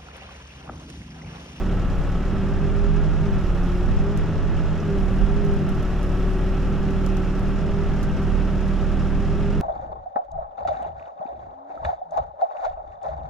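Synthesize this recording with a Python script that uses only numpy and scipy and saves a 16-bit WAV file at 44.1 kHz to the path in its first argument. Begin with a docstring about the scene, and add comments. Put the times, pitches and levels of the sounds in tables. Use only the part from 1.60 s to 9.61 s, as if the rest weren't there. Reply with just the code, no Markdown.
"""Inside a backhoe cab

A four-cylinder diesel runs at about 1150 rpm, sagging and recovering under hydraulic load. Its firings
boom in the cab and clatter behind the panels; the cooling fan throbs against them and the pump hums.
Oil hisses in the control valves, jolts set the frame shuddering and loose fittings tick."""
import sys
import numpy as np
from scipy.fft import rfft, irfft, next_fast_len
from scipy.io import wavfile
from scipy.ndimage import map_coordinates

SR = 44100
rng = np.random.default_rng(int(sys.argv[2]) if len(sys.argv) > 2 else 0)


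def pcm_store(signal):
    """Save signal as 16-bit PCM."""
    levels = np.round(np.clip(np.atleast_2d(signal), -1, 1) * 32767)
    wavfile.write(sys.argv[1], SR, levels.astype(np.int16).T)


N = 353285


def amp(db):
    """Decibels to gain."""
    return 10 ** (np.asarray(db) / 20)


def unit(x):
    """Scale to rms 1."""
    return x / np.sqrt(np.mean(x ** 2) + 1e-20)


def along(points, hz):
    """Read (frequency, value) points on a log frequency axis."""
    f, v = np.transpose(points)
    return np.interp(np.log(hz + 1), np.log(f + 1), v)


def wobble(rate):
    """A smooth random curve, rate knots a second."""
    return map_coordinates(rng.standard_normal(int(N * rate / SR) + 4), [np.arange(N) * rate / SR])


def bump(centre_s, half_s):
    """A smooth rise and fall of height 1."""
    return np.exp(-((np.arange(N) / SR - centre_s) / half_s) ** 2)


def filtered(x, response):
    """Equalise x with a gain given as a function of frequency."""
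    m = next_fast_len(N + SR // 4)
    return irfft(rfft(x, m) * response(np.fft.rfftfreq(m, 1 / SR)), m)[..., :N]


def stereo_noise(response):
    """Equalised noise of rms 1, independent at each ear."""
    return unit(filtered(rng.standard_normal((2, N)), response))


def resonance(hz, centre, width):
    """A bell curve of height 1."""
    return 1 / (1 + (2 * (hz - centre) / width) ** 2)


def tone(cycles, db):
    """A sine of the given rms level."""
    return np.sqrt(2) * amp(db) * np.sin(2 * np.pi * cycles)


def placed(x, pan_db):
    """Pan so that the left gains pan_db on the right."""
    return x * amp([[pan_db / 2], [-pan_db / 2]])


def cab_boom(firings, speed, in_step_hz=37.3, lead_cycles_per_hz=0.1, dip_half_s=0.064):
    """A low boom at the firing rate; speed sets its level and timing at each ear."""
    # boom at each ear: f/Hz, left/dB, right/dB
    boom_levels = [(35, -26, -20), (36.5, -21.5, -26.5), (38.5, -27.5, -22.5), (38.7, -28, -23),
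                   (43, -29, -19.5)]
    # the boom drops away briefly: t/s, depth/dB
    dips = [(1.75, 20), (2.38, 2), (2.73, 17), (3.24, 17), (4.04, 23), (6.57, 10)]
    # the boom swells: t/s, half length/s, left/dB, right/dB
    swells = [(1.3, .27, 1, 6), (1.88, .05, -5, 8), (2.28, 0.046, -1, 9), (3.46, 0.072, -5, 5.5),
              (3.634, 0.04, -4, 11.5), (4.75, .2, 4.5, 1.5), (5.55, .15, -3, 3.5), (6.757, .09, -3, 4.5),
              (7.3, 0.43, -1, 3.5)]
    hz, *ears = np.transpose(boom_levels)
    ear_db = np.array([np.interp(speed, hz, ear) for ear in ears])
    dip_db = sum(db * bump(s, dip_half_s) for s, db in dips)
    swell_db = sum(np.outer([left, right], bump(s, half)) for s, half, left, right in swells)
    left_lead = np.clip(lead_cycles_per_hz * (speed - in_step_hz), 0, 0.47)
    return tone(firings + np.outer([.5, -.5], left_lead), ear_db + swell_db - dip_db)


def cab_tone(cycles, hz, db, build_up_s=0.021):
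    """A gliding tone, lifted or hollowed at each ear just after it meets an air mode of the cab."""
    # air modes: f/Hz, width/Hz, left lift/dB, right lift/dB
    modes = [(76, 4.3, 1.5, 3), (158.3, 14.4, 12, 11.5), (174.1, 12.6, 7, 11.5), (193, 7.1, 6, 8),
             (201.4, 8.3, 6, 6), (230.8, 22, 2.5, 8), (271, 13, 6, 5), (359.3, 6.5, 9, 12),
             (365.3, 6, -8, -13), (378.5, 16, 5.5, 7), (402.1, 20, 13.5, 15), (409, 9, -12, -2),
             (558, 11, 5.5, 6.5)]
    t, grid_hz = np.arange(N) / SR, np.arange(SR // 16)
    lagged_hz = np.interp(t - build_up_s, t, hz)
    lift_db = sum(np.outer(ears, resonance(grid_hz, centre, width)) for centre, width, *ears in modes)
    return tone(cycles, db) * np.array([np.interp(lagged_hz, grid_hz, gain) for gain in amp(lift_db)])


def exhaust(firings, speed):
    """Exhaust tones ride the firing rate and waver with the combustion."""
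    # exhaust tones: multiple of the firing rate, level/dB
    partials = [(.5, -53), (2, -34), (3, -43), (4, -46.5), (4.5, -65.5), (6, -48), (7, -50), (8, -53.5),
                (9, -53.5), (13, -53.5), (14, -55.5), (16, -52.5), (22, -58), (23, -58.5)]
    drone = 0
    for k, db in partials:
        delay = k * k / 8  # in cycles: the cab delays higher tones more, smearing pulses into a drone
        drone += cab_tone(k * firings - delay + 0.012 * wobble(4), k * speed, db + 1.3 * wobble(6))
    return placed(drone, pan_db=0.4)


def fan(firings, speed, ratio=3.8308, blade_db=-41.5, octave_db=-50):
    """Belt-driven blades pass just under the exhaust tone at four times the firing rate and beat with it."""
    blades, hz = ratio * firings - .3 + 0.02 * wobble(6), ratio * speed
    hum = cab_tone(blades, hz, blade_db + 0.49 * wobble(3.1))
    octave = cab_tone(2 * blades, 2 * hz, octave_db + 1.5 * wobble(7))
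    return hum + octave


def lever_db():
    """Each lever stroke opens a valve wider: the lift of the hiss and of the pump, in dB."""
    # lever strokes: t/s, half length/s, hiss lift/dB, pump lift/dB
    levers = [(.45, .2, 1, -0.5), (1.695, 0.069, 2, 2.5), (2.123, 0.11, 1, 5), (3.334, 0.081, 0, 2.5),
              (3.522, 0.23, 3.5, 3.5), (3.92, 0.12, 3, 4), (4.65, 0.31, 3.5, 4), (5.4, .3, 1.5, 3)]
    return sum(np.outer(lifts, bump(s, half)) for s, half, *lifts in levers)


def pump(firings, speed, ratio=5, stroke_db=-39.5, octave_db=-46):
    """Pressure ripple of the pump, geared to the crankshaft; the levers push its two lowest tones."""
    # pump whine: multiple of the stroke rate, level/dB
    overtones = [(3, -54.5), (4, -55), (6, -55.5), (7, -56), (8, -56.5)]
    strokes, hz = ratio * firings + 0.011 * wobble(14), ratio * speed
    _, strain_db = lever_db()
    hum = cab_tone(strokes, hz, stroke_db + 0.57 * strain_db + .9 * wobble(7))
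    octave = cab_tone(2 * strokes, 2 * hz, octave_db + strain_db + 0.67 * wobble(7.6))
    whine = sum(cab_tone(k * strokes, k * hz, db + 2 * wobble(7)) for k, db in overtones)
    return placed(hum, pan_db=6.5) + placed(octave + whine, pan_db=2.5)


def cab_noise(drive, spectrum):
    """Noise shaken by drive, coloured by the spectrum and the panels, and spread between the ears."""
    # narrow panel resonances: f/Hz, width/Hz, lift/dB
    panels = [(402, 22, 5), (762, 25, 3), (865, 25, 3), (1142, 45, 3), (1316, 36, 4), (1596, 25, 3),
              (1678, 30, 4), (1883, 60, 3), (2004, 35, 3), (2219, 30, 4), (2558, 50, 3), (2781, 40, 4),
              (3240, 90, 2), (5224, 55, 4)]
    # stereo image: f/Hz, left-right correlation
    likeness = [(30, 0.35), (60, 1), (100, 0.92), (200, 0.97), (600, .97), (1100, 0.98), (1750, 0.93),
                (2100, 0.66), (2800, 0.97), (4200, 0.51), (5500, .35), (7200, 0.55), (9000, -0.059),
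                (12000, -0.58)]
    # stereo balance: f/Hz, left minus right/dB
    balance = [(40, 5), (100, -4), (180, -4.5), (600, -1.5), (1100, -1), (2800, -1), (4600, -3.5),
               (7400, 1), (12000, 2)]

    def response(hz):
        lift_db = sum(db * resonance(hz, centre, width) for centre, width, db in panels)
        # the cab's crowded air modes ripple the treble
        depth_db = np.interp(hz, [600, 2000, 5000], [0, .9, 1.5])
        ripple_db = depth_db * map_coordinates(rng.standard_normal(1024), [hz / 45])
        spread = np.arccos(np.clip(along(likeness, hz), -1, 1)) / 2
        gain = amp(along(spectrum, hz) + lift_db + ripple_db)
        return gain * np.array([np.cos(spread), np.sin(spread)])
    mid, side = filtered(drive * rng.standard_normal((2, N)) * np.sqrt(SR / 2), response)
    ears = np.array([mid + side, mid - side])
    return filtered(ears, lambda hz: amp(np.outer([.5, -.5], along(balance, hz))))


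def rumble():
    """The air and panels of the cab rumble in an almost steady bed."""
    # rumble colour: f/Hz, level/dB
    spectrum = [(30, -49), (66, -64.5), (98, -49.5), (126, -59), (160, -53.5), (200, -58), (255, -63),
                (285, -59), (320, -61.5), (370, -62), (450, -74), (800, -80), (2000, -120)]
    return cab_noise(amp(2 + 0.24 * wobble(4.07)), spectrum)


def knocks(firings, lag, decay, steady, scatter_db):
    """An envelope: one burst per firing, lag cycles late, dying over decay cycles, on a steady floor."""
    # each cylinder's knock in firing order: level/dB
    cylinders = [0.44, -0.21, -0.28, 0.47]
    index, age = np.divmod(firings - lag + len(cylinders), 1)
    index = index.astype(int)
    knock_db = np.take(cylinders, index, mode="wrap") + scatter_db * rng.standard_normal(1024)[index]
    burst = (1 - np.exp(-age / 0.023)) * np.exp(-age / decay)
    return unit(amp(knock_db) * (steady + unit(burst)))


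def clatter(firings):
    """Each firing knocks the block behind the panels."""
    # combustion clatter: f/Hz, level/dB
    spectrum = [(150, -94), (450, -67), (600, -67), (850, -71.5), (1030, -73.5), (1300, -70.5),
                (1650, -77.5), (2150, -84), (2600, -81.5), (3300, -87.5), (4200, -96.5), (9000, -125)]
    return cab_noise(knocks(firings, lag=0.31, decay=0.77, steady=7.7, scatter_db=0), spectrum)


def rasp(firings):
    """The valve train rasps unevenly with each firing."""
    # valve train colour: f/Hz, level/dB
    spectrum = [(900, -100), (1400, -88.5), (1700, -80.5), (2100, -85), (2650, -88), (3350, -87),
                (4000, -96.5), (6000, -120)]
    pulses = knocks(firings, lag=0.5, decay=0.71, steady=1, scatter_db=1)
    return cab_noise(unit(pulses * amp(1.25 * wobble(150))), spectrum)


def sizzle(firings):
    """The injectors sizzle in time with the firings."""
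    # injector colour: f/Hz, level/dB
    spectrum = [(2000, -120), (3800, -92.5), (4500, -94.5), (5300, -90), (6000, -91.5), (6700, -99),
                (7100, -92.5), (7550, -102), (7850, -100), (8900, -111), (9600, -106), (11500, -108),
                (13200, -123), (15700, -120)]
    return cab_noise(knocks(firings, lag=0.21, decay=0.58, steady=1.6, scatter_db=1), spectrum)


def shudder(tremble_db=-35.5, rise_s=0.049, decay_s=0.24):
    """The frame trembles, differently on each side; each jolt shakes it harder and dies away."""
    # jolts to the frame: t/s, level/dB
    jolts = [(.95, -32), (1.66, -20), (2.22, -18), (2.7, -27), (3.54, -22.5), (3.85, -26), (6.38, -26),
             (6.7, -33), (7.46, -32)]
    # sub-bass of the frame: f/Hz, level/dB
    spectrum = [(7, -38), (14, 8), (24, -9), (42, -5.5), (60, -11), (100, -40), (200, -89)]
    power = amp(tremble_db) ** 2
    for s, db in jolts:
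        age = np.maximum(np.arange(N) / SR - s, 0)
        shape = (1 - np.exp(-(age / rise_s) ** 2)) * np.exp(-age / decay_s)
        power = power + (amp(db) * shape / shape.max()) ** 2
    return np.sqrt(power) * stereo_noise(lambda hz: amp(along(spectrum, hz)))


def valves(speed, no_load_hz=43.6, no_load_db=-74, db_per_hz=1, whistle_db=-79):
    """Oil squeezes through the spools, hissing louder as load drags the engine down; one spool whistles."""
    # oil hiss: f/Hz, level/dB
    spectrum = [(5000, -25), (7600, 1), (8800, -6), (9600, -1), (10400, -1.5), (11200, 2), (11600, 0.5),
                (12500, -10), (13100, -21), (14100, -25), (15500, -20)]
    lift_db, _ = lever_db()
    hiss_db = no_load_db + db_per_hz * (no_load_hz - speed) + lift_db
    hiss = stereo_noise(lambda hz: amp(along(spectrum, hz)))
    whistle = stereo_noise(lambda hz: resonance(hz, centre=11170, width=130))
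    return amp(hiss_db) * hiss + amp(whistle_db) * bump(centre_s=4.95, half_s=.7) * whistle


def ticks(crack_t60=0.0053, ring_t60=0.065, rise_s=0.00035, trim_db=1.5, ring_trim_db=-2):
    """Loose fittings make contact: a sharp crack, then a brief ring around the cab."""
    # contacts: t/s, level/dB, ring against crack/dB
    contacts = [(2.574, -35, -11), (3.849, -44, -10), (3.937, -45, -11), (4.091, -42, -7), (4.151, -47, -9),
                (4.227, -46, -5), (4.429, -40.5, -8), (5.308, -45, -16), (5.463, -33.5, -12.5),
                (5.569, -36, -16), (5.653, -51, -11), (5.794, -41, -12), (5.885, -47, -8),
                (6.43, -38, -5.5), (6.63, -47, -5), (7.081, -44, -19)]
    # colour of the fittings: f/Hz, level/dB
    spectrum = [(1500, -18), (3800, 3), (6000, 8), (8800, -1.5), (11000, 3), (12500, 0), (13800, -17),
                (15300, -10)]
    t = np.arange(SR // 5) / SR
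    attack = 1 - np.exp(-(t / rise_s) ** 2)
    crack = amp(-60 * t / crack_t60)
    envelope = np.zeros(N + SR)
    for s, db, ring_db in contacts:
        ring = amp(ring_db + ring_trim_db - 60 * t / ring_t60)
        envelope[round(s * SR):][:len(t)] += amp(db + trim_db) * attack * (crack + ring)
    return filtered(envelope[:N] * rng.standard_normal((2, N)), lambda hz: amp(along(spectrum, hz)))


def scene():
    """Everything that turns follows the one crankshaft."""
    # engine speed, sagging under hydraulic load: t/s, firing rate/Hz
    revs = [(0.0, 37.94), (0.46, 36.5), (0.76, 38.69), (1.59, 41.25), (1.95, 35.24), (2.18, 35.72),
            (2.41, 39.61), (2.88, 43.17), (3.16, 41.83), (3.46, 37.83), (3.81, 40.51), (4.28, 37.07),
            (4.88, 37.88), (5.19, 38.89), (5.66, 37.81), (6.16, 39.94), (6.79, 38.57), (7.33, 38.57),
            (8.01, 40.41)]
    speed = np.interp(np.arange(N) / SR, *np.transpose(revs))
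    firings = np.cumsum(speed) / SR
    tones = sum(source(firings, speed) for source in (cab_boom, exhaust, fan, pump))
    engine_noise = rumble() + clatter(firings) + rasp(firings) + sizzle(firings)
    return tones + engine_noise + shudder() + valves(speed) + ticks()


def record(dry, top_hz=15780):
    """A brick-wall low-pass takes off the very top."""
    return filtered(dry, lambda hz: hz < top_hz)


dry = scene()
out = record(dry)
pcm_store(out)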